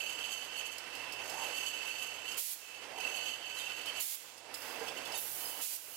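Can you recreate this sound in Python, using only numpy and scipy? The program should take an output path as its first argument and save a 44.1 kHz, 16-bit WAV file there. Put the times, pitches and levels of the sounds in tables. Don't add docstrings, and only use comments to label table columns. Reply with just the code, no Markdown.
import sys
import numpy as np
from scipy import signal
from scipy.fft import rfft, irfft
from scipy.io import wavfile
from scipy.ndimage import uniform_filter1d

SR = 44100
rng = np.random.default_rng(int(sys.argv[2]) if len(sys.argv) > 2 else 0)


def wav_out(sig):
    wavfile.write(sys.argv[1], SR, np.round(np.clip(np.atleast_2d(sig).T, -1, 1) * 32767).astype(np.int16))


N = 262836
TIME = np.arange(N) / SR
BINS = np.fft.rfftfreq(N, 1 / SR)

# pitch_hz, level_db, t60_s, pitch_spread_share
GLASS_MODES = [(2667, 0, 0.11, .015), (3015, 0, 0.071, 0.026), (4452, -12.5, 0.057, 0.015),
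               (4590, -1.5, 0.072, 0.0252), (6207, -1.5, 0.038, 0.019), (6495, -0.5, 0.059, 0.0074),
               (7385, -3.5, 0.089, 0.011), (7844, -1.5, 0.047, 0.018), (9795, -3.5, 0.041, 0.0067),
               (11280, -11, 0.053, 0.014), (11970, -5, 0.019, 0.053), (14370, -6, .012, .035)]
# start_s, end_s, level_db, high_over_low_db, hardness_db
QUEUE_PRESSES = [(0.0, 0.39, -45.5, 8, -9), (0.51, 0.754, -46.5, 3, -15.5), (0.93, 1.2, -47, -5, -16),
                 (1.245, 1.47, -50.5, -1, -3), (1.473, 2.096, -43.5, 2, -10.5), (2.15, 2.376, -53, 3, -7.5),
                 (2.622, 2.75, -47.5, -3.5, -10.5), (2.988, 3.302, -44.5, -0.5, -8),
                 (3.445, 3.82, -44.5, 3.5, -11.5), (4.63, 4.883, -60.5, 10, 2),
                 (5.006, 5.222, -51.5, -1, -7), (5.416, 5.56, -45, 10, -9)]
# middle_s, length_s, ring_db, high_over_low_db, contact_db
SHOVES = [(-0.001, 0.057, -38, 0, -49.5), (0.096, 0.059, -39, 1, -51.5), (0.233, 0.064, -39, -0.5, -55.5),
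          (0.331, 0.036, -40.5, 3, -46.5), (.44, 0.033, -42, 16, -53), (0.588, 0.034, -39, 3, -47.5),
          (0.665, .018, -47, 5, -47.5), (0.727, .019, -64, 0, -50.5), (1.2, .025, -39, -12, -63),
          (1.438, 0.065, -39.5, -1.5, -51.5), (1.577, .045, -39.5, 5, -47.5), (1.63, 0.05, -40.5, -17, -53),
          (1.676, 0.036, -39, 22, -46), (1.77, 0.069, -44.5, 10, -85), (1.901, 0.037, -40.5, -9, -52),
          (2.03, 0.032, -43, 7, -50), (2.306, 0.074, -38.5, 7, -51), (3.013, 0.014, -43, -5, -63),
          (3.063, 0.053, -40, -15, -56), (3.171, 0.039, -42, 3, -49), (3.293, 0.1, -40.5, 15, -53.5),
          (3.588, 0.063, -45, 0, -49), (3.68, 0.061, -45, -9, -57), (3.887, .035, -36.5, 8, -52.5),
          (3.981, 0.054, -39, 4.5, -50.5), (4.755, 0.025, -47, -7, -66), (4.879, .025, -42.5, -2, -55),
          (4.982, 0.02, -42, 5, -51.5), (5.07, 0.023, -50, -2, -55), (5.141, 0.012, -35, 1.5, -50),
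          (5.159, 0.018, -51, 8, -43), (5.948, 0.035, -54, 17, -68)]
# frequency_hz, level_db
RUB_SPECTRUM = [(1000, -43), (3500, -19), (5500, 0), (7500, 3), (9000, -2), (12000, 2), (16000, -26)]
# frequency_hz, level_db
GEAR_SPECTRUM = [(20, -60), (35, -50), (52, -44), (72, -22), (120, -19.5), (150, -12), (200, -15.5),
                 (260, -5.5), (480, -4), (700, 0), (960, -0.5), (1200, -8.5), (2400, -33), (8000, -41)]
# frequency_hz, level_db
CHAIN_SPECTRUM = [(20, -70), (100, -46), (300, -20), (900, -5), (1300, 2.5), (2350, 3.5), (3300, 0),
                  (3900, -4.5), (5000, -2), (8000, -16.5), (9000, -10.5), (13000, -18.5), (16000, -30)]
# centre_hz, width_hz, lift_db
PANEL_PEAKS = [(487, 73, 5.5), (582, 3.6, 6.5), (940, 25, 1), (1020, 9.2, 3.5), (1529, 7.3, 10),
               (1983, 20, 5), (2480, 30, -4)]
# pitch_hz, level_db
HUM_TONES = [(100, -1.5), (75, -14.5), (150.3, -13.5)]
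# pitch_hz, level_db
WHINE_TONES = [(7945, -76), (8150, -71), (11800, -78)]
# start_s, end_s, roar_lift_db, hum_lift_db
LOAD_STROKES = [(0.213, .3, 1.5, -1), (1.145, 1.517, 5.5, 7), (2.205, 2.38, 1.5, 1.5),
                (2.93, 3.183, 3, 0.5), (3.75, 3.98, 0.5, 1.5), (4.744, 5.156, 6, 2.5), (5.4, 5.547, 7, 7)]
# start_s, end_s, change_db
SLACK_SPELLS = [(0, .02, -3), (.44, 0.658, -1), (2.77, 2.936, -3), (3.37, 3.422, -3), (4.35, 4.484, -7.5),
                (5.246, 5.373, 0), (5.75, 5.96, -4.5)]
# start_s, level_db, t60_s
VALVE_TICKS = [(.782, -46.5, 0.06), (0.952, -52, 0.08), (1.123, -49, 0.1), (1.296, -47, 0.11),
               (2.320, -51, 0.064), (3.003, -51.5, 0.069), (3.858, -47, 0.066), (4.378, -56, .08),
               (4.541, -46.5, 0.13), (4.619, -55, 0.1), (4.882, -52, 0.099), (5.052, -51, 0.14),
               (5.120, -50, 0.11)]
# frequency_hz, level_db
TICK_SPECTRUM = [(800, -35), (3500, -1.5), (4700, 2), (5250, 8.5), (5900, -5), (8000, -0.5), (12500, -4),
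                 (16000, -11)]
# start_s, pitch_hz, level_db, t60_s
RINGING_NOTES = [(1.03, 1003, -50, 0.6), (1.25, 10700, -61, 3.9), (3.57, 4030, -48, 0.52),
                 (3.595, 3620, -46, 0.36), (4.541, 5110, -54, 0.053), (4.62, 4800, -48, 0.11),
                 (4.705, 4900, -47, 0.13), (4.795, 4900, -51, 0.14), (4.885, 3420, -41, 0.07),
                 (5.055, 3470, -41, 0.06), (5.12, 4800, -45, 0.059), (5.146, 10300, -42, 0.12),
                 (5.15, 3680, -42, 0.24), (5.455, 4960, -30, 0.067), (5.64, 3720, -48, 0.21)]
# middle_s, length_s, peak_pitch_hz, level_db
GUIDE_SCRAPES = [(1.3, .08, 740, -55), (1.403, .12, 954, -46.5), (2.981, .12, 840, -50.5),
                 (3.16, .1, 739, -54.5), (4.93, 0.17, 732, -55), (5.118, .11, 860, -51.5)]
# start_s, level_db, pitch_ratio
FRAME_KNOCKS = [(1.372, -69, 1.3), (2.976, -53, 0.96), (4.813, -39, 1.0)]
# pitch_hz, level_db, t60_s
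FRAME_MODES = [(462, 5.5, 0.1), (780, -6, .2), (834, -20, .15), (996, -10, 0.13), (1610, -7, 0.23),
               (1960, -22, 0.28)]
# start_s, end_s, level_db
VENT_BLASTS = [(2.366, 2.536, -28.5), (3.991, 4.15, -28.5), (5.604, 5.763, -30.5)]
# frequency_hz, level_db
VENT_SPECTRUM = [(400, -48), (1400, -21), (2300, -5.5), (5000, -2.5), (6200, -3), (6900, 1.5), (8200, -1.5),
                 (9800, 1), (11200, 2.5), (13000, 2.5), (14200, -0.5), (16000, -1)]
# start_s, full_flow_end_s, level_db
JET_BURSTS = [(4.533, 4.73, -51), (5.171, 5.5, -33.5)]
# frequency_hz, level_db
JET_SPECTRUM = [(600, -12.5), (2000, -10), (5000, -5), (8000, -3), (10000, 1.5), (12000, 3), (16000, 1.5)]
# frequency_hz, t60_s
ROOM_DECAY = [(200, 0.24), (2500, 1), (7000, 0.8), (11000, 0.47), (16000, 0.5)]
# frequency_hz, likeness_ratio (held to 0..1 in the mix)
STEREO_LIKENESS = [(60, 1.4), (640, 0.5), (1400, .8), (3100, 0.17), (6800, 0.01), (15000, -0.17)]
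# frequency_hz, left_over_right_db
LEFT_BALANCE = [(100, -13.5), (400, -13.5), (1300, -14), (2700, -15), (4400, -14), (8100, -13.5),
                (12000, -14.5), (15000, -24)]


def bottles(high_db=-1.5, top_db=1.5, rub_db=-2.5):
    low, high, top = glass_rings()
    low_power, high_power, top_power, contact_power = jostle()
    glass = np.sqrt(low_power) * stray(low) + amp(high_db) * np.sqrt(high_power) * stray(high)
    glass += np.sqrt(amp(2 * top_db) * top_power + contact_power) * top
    return glass + np.sqrt(contact_power) * amp(rub_db) * noise(curve(RUB_SPECTRUM, BINS))


def glass_rings(count=14, taps_per_s=550, spread_db=1.0, clump_db=3.5, swell_db=1.1):
    t = np.arange(5000) / SR
    hz, db, t60, spread = np.transpose(GLASS_MODES)[:, :, None]
    clumps = amp(clump_db * wander(16))
    rings = np.zeros((3, 2, N))
    for size in np.linspace(-1, 1, count):
        at = rng.integers(0, N, round(taps_per_s * N / SR / count))
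        force = clumps[at] * amp(spread_db * np.minimum(rng.exponential(1, len(at)), 4))
        taps = force * rng.choice([-1, 1], len(at))
        pitch = hz * (1 + spread * (size + rng.standard_normal(hz.shape) / count))
        phase = 2 * np.pi * (pitch * t + rng.random((2, len(hz), 1)))
        modes = amp(db - 60 * t / t60) / np.sqrt(t60) * np.sin(phase)
        groups = np.array([modes[:, 0], modes[:, 1:3].sum(1), modes[:, 3:].sum(1)])
        for start, tap in zip(TIME[at], taps):
            add(rings, start, tap * groups)
    slow_level = np.sqrt(abs(uniform_filter1d(rings ** 2, 1500)) + 1e-12)
    swell = amp(swell_db * np.array([[wander(20)] for _ in rings]))
    return rings / slow_level * swell


def jostle(idle_db=(-58, -59, -66.5), slack_share=0.8, pack_s=0.015, loosen_s=0.041):
    riding_db, contact = slack_share * chain_slack(), 0
    low, high, top = (amp(2 * (db + riding_db)) for db in idle_db)
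    for start, end, db, tilt_db, hardness_db in QUEUE_PRESSES:
        power, tilt = amp(2 * db) * spell(start, end, pack_s, loosen_s), amp(2 * tilt_db)
        low += power / (1 + tilt)
        high += power * tilt / (1 + tilt)
        top += power * amp(2 * hardness_db)
    for middle, length, db, tilt_db, contact_db in SHOVES:
        shove, tilt = bump(middle, length), amp(2 * tilt_db)
        power = amp(2 * db) / (1 + tilt) * shove
        low += power
        high += power * tilt
        contact += amp(2 * contact_db) * shove
    return low, high, top, contact


def stray(ring, pitch_share=0.008, rate_hz=18.04):
    warped = TIME + np.cumsum(pitch_share * wander(rate_hz)) / SR
    return np.array([np.interp(warped % TIME[-1], TIME, channel) for channel in ring])


def drive(gear_db=-55, chain_db=-50, hum_db=-77, load_s=0.12, relief_s=0.11, lead_s=0.14):
    load_db = strain_db = 0
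    for start, end, roar_lift, hum_lift in LOAD_STROKES:
        load_db += roar_lift * spell(start, end, load_s, relief_s)
        strain_db += hum_lift * spell(start - lead_s, end - lead_s, load_s, relief_s)
    slack_db, flutter_db = chain_slack(), 1.24 * wander(16)
    panels_db = sum(lift / (1 + (2 * (BINS - hz) / width) ** 2) for hz, width, lift in PANEL_PEAKS)
    roar = noise(curve(GEAR_SPECTRUM, BINS) + panels_db)
    roar *= amp(gear_db + load_db + 0.32 * slack_db + flutter_db)
    whirr = noise(curve(CHAIN_SPECTRUM, BINS) + panels_db)
    grit_db = 0.5 * wander(67)
    whirr *= amp(chain_db + 0.39 * load_db + slack_db + flutter_db + grit_db)
    hum = motor_tones(HUM_TONES, waver_hz=3.8) * amp(hum_db + strain_db)
    whine = motor_tones(WHINE_TONES, waver_hz=9.3)
    return roar + whirr + (hum + whine) * [[1], [0]]


def chain_slack(ease_s=0.054):
    return sum(db * spell(start, end, ease_s, ease_s) for start, end, db in SLACK_SPELLS)


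def motor_tones(tones, waver_hz):
    return sum(amp(db) * np.sqrt(2) * np.sin(2 * np.pi * np.cumsum(hz + waver_hz * wander(16.8)) / SR)
               for hz, db in tones)


def valve_ticks(crack_db=3.5, crack_s=0.029, rise_s=0.00027):
    envelope, t = np.zeros(N), np.arange(SR) / SR
    crack = (1 + amp(crack_db) * np.exp(-t / crack_s)) * rise(t, rise_s)
    for start, db, t60 in VALVE_TICKS:
        add(envelope, start, amp(db - 60 * t / t60) * crack)
    return envelope * noise(curve(TICK_SPECTRUM, BINS))


def ringing_notes(chatter_rad=0.61, rise_s=0.00027):
    out, t = np.zeros((2, N)), np.arange(SR) / SR
    chatter = chatter_rad * wander(110)
    for start, hz, db, t60 in RINGING_NOTES:
        phase = 2 * np.pi * (hz * t + rng.random((2, 1))) + np.interp(start + t, TIME, chatter)
        add(out, start, amp(db - 60 * t / t60) * np.sin(phase) * rise(t, rise_s))
    return out


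def carousel_scrape(width_hz=240.0, droop_share=0.3):
    a, b = noise(-10 * np.log10(1 + (2 * BINS / width_hz) ** 4))
    band = np.zeros(N, complex)
    for middle, length, peak_hz, db in GUIDE_SCRAPES:
        pressure = bump(middle, length)
        hz = peak_hz * (1 - droop_share * (1 - pressure))
        band += amp(db) * np.sqrt(pressure) * (a + 1j * b) * np.exp(2j * np.pi * np.cumsum(hz) / SR)
    return np.array([band.real, band.imag])


def frame_knocks(rise_s=0.0011):
    out, t = np.zeros((2, N)), np.arange(SR) / SR
    for start, level_db, ratio in FRAME_KNOCKS:
        ring = sum(amp(db - 60 * t / t60) * np.sin(2 * np.pi * (hz * ratio * t + rng.random((2, 1))))
                   for hz, db, t60 in FRAME_MODES)
        add(out, start, amp(level_db) * ring * rise(t, rise_s))
    return out


def cylinder_vents(surge_db=7.5, surge_s=0.04, open_s=0.018, close_s=0.012):
    flow = np.zeros(N)
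    for start, end, db in VENT_BLASTS:
        gate = rise(since(start), open_s) ** 2 * np.exp(-since(end) / close_s)
        flow += amp(db + surge_db * np.exp(-since(start) / surge_s)) * gate
    return flow * noise(curve(VENT_SPECTRUM, BINS))


def rinser_jets(open_s=0.0044, ease_s=0.039, trail_db=-9, sag_db_per_s=3.5):
    flow = np.zeros(N)
    for start, end, db in JET_BURSTS:
        age, eased = since(start), rise(since(end), ease_s)
        flow += amp(db - sag_db_per_s * age + trail_db * eased) * rise(age, open_s)
    return flow * noise(curve(JET_SPECTRUM, BINS))


def in_room(sound, wet_db):
    tail = rng.standard_normal((2, SR)) * (rng.random((2, SR)) < .1)
    tail[:, :round(.006 * SR)] = 0
    hz, t, bands = signal.stft(tail, SR, nperseg=256)
    tail = signal.istft(bands * amp(-60 * t / curve(ROOM_DECAY, hz)[:, None]), SR, nperseg=256)[1]
    return sound + amp(wet_db) * signal.fftconvolve(sound, tail / np.linalg.norm(tail[0]), axes=1)[:, :N]


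def treble_comb(sound, count=14, tap_db=-20.5, reach_s=0.014):
    taps = np.zeros((2, SR // 20))
    at = (SR * reach_s * rng.uniform(.1, 1, (2, count))).astype(int)
    np.put_along_axis(taps, at, amp(tap_db) * rng.choice([-1, 1], at.shape), 1)
    taps = signal.sosfilt(signal.butter(2, 3500, "high", fs=SR, output="sos"), taps)
    return sound + signal.oaconvolve(sound, taps, axes=1)[:, :N]


def amp(db):
    return 10 ** (np.asarray(db) / 20)


def unit(x):
    return x / np.sqrt(np.mean(x ** 2) + 1e-20)


def curve(points, hz):
    table_hz, value = np.transpose(points)
    return np.interp(np.log(hz + 1), np.log(table_hz + 1), value)


def add(mix, start_s, sound):
    part = mix[..., max(round(start_s * SR), 0):][..., :sound.shape[-1]]
    part += sound[..., :part.shape[-1]]


def noise(spectrum_db):
    a, b = rng.standard_normal((2, 2, len(BINS)))
    return unit(irfft((a + 1j * b) * amp(spectrum_db), N))


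def wander(rate_hz, size=8192):
    t = np.linspace(0, N / SR, size)
    rolloff = 1 + (np.fft.rfftfreq(size, t[1]) / rate_hz) ** 4
    return np.interp(TIME, t, unit(irfft(rfft(rng.standard_normal(size)) / rolloff, size)))


def since(start_s):
    return np.maximum(TIME - start_s, 0)


def rise(age, rise_s):
    return 1 - np.exp(-age / rise_s)


def spell(start, end, rise_s, fall_s):
    return np.exp(-np.maximum(start - TIME, 0) / rise_s - since(end) / fall_s)


def bump(middle, length):
    offset = (TIME - middle) / length
    return np.exp(-(2 * offset) ** 2) * (abs(offset) < 2)


def scene(right_db=3.5, air_leftward_db=2.5):
    line = in_room(bottles(), wet_db=-8) + drive() + carousel_scrape()
    air = in_room(cylinder_vents() + rinser_jets(), wet_db=-8) * amp([[0], [air_leftward_db]])
    hits = in_room(valve_ticks() + ringing_notes() + frame_knocks(), wet_db=-9)
    near, other = rfft(treble_comb(line + air + hits))
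    likeness = np.clip(curve(STEREO_LIKENESS, BINS), 0, 1)
    left = (likeness * near + np.sqrt(1 - likeness ** 2) * other) * amp(curve(LEFT_BALANCE, BINS))
    return amp(right_db) * irfft(np.array([left, near]), N)


def record(dry, threshold_db=-37.0, slope=0.9, recovery_db_per_s=39.0, attack_s=0.013, edge_hz=15850):
    treble = signal.sosfilt(signal.butter(2, 8000, "high", fs=SR, output="sos"), dry[1])
    power_db = 10 * np.log10(abs(uniform_filter1d(treble ** 2, size=400)) + 1e-12)
    cut_db = slope * np.maximum(power_db - threshold_db, 0)
    held_db = np.maximum.accumulate(cut_db + recovery_db_per_s * TIME) - recovery_db_per_s * TIME
    pole = np.exp(-1 / (attack_s * SR))
    ducked = dry * amp(-signal.lfilter([1 - pole], [1, -pole], held_db))
    high_cut = signal.firwin(611, edge_hz, window=("kaiser", 7), fs=SR)
    return signal.oaconvolve(ducked, high_cut[None], "same")


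dry = scene()
out = record(dry)
wav_out(out)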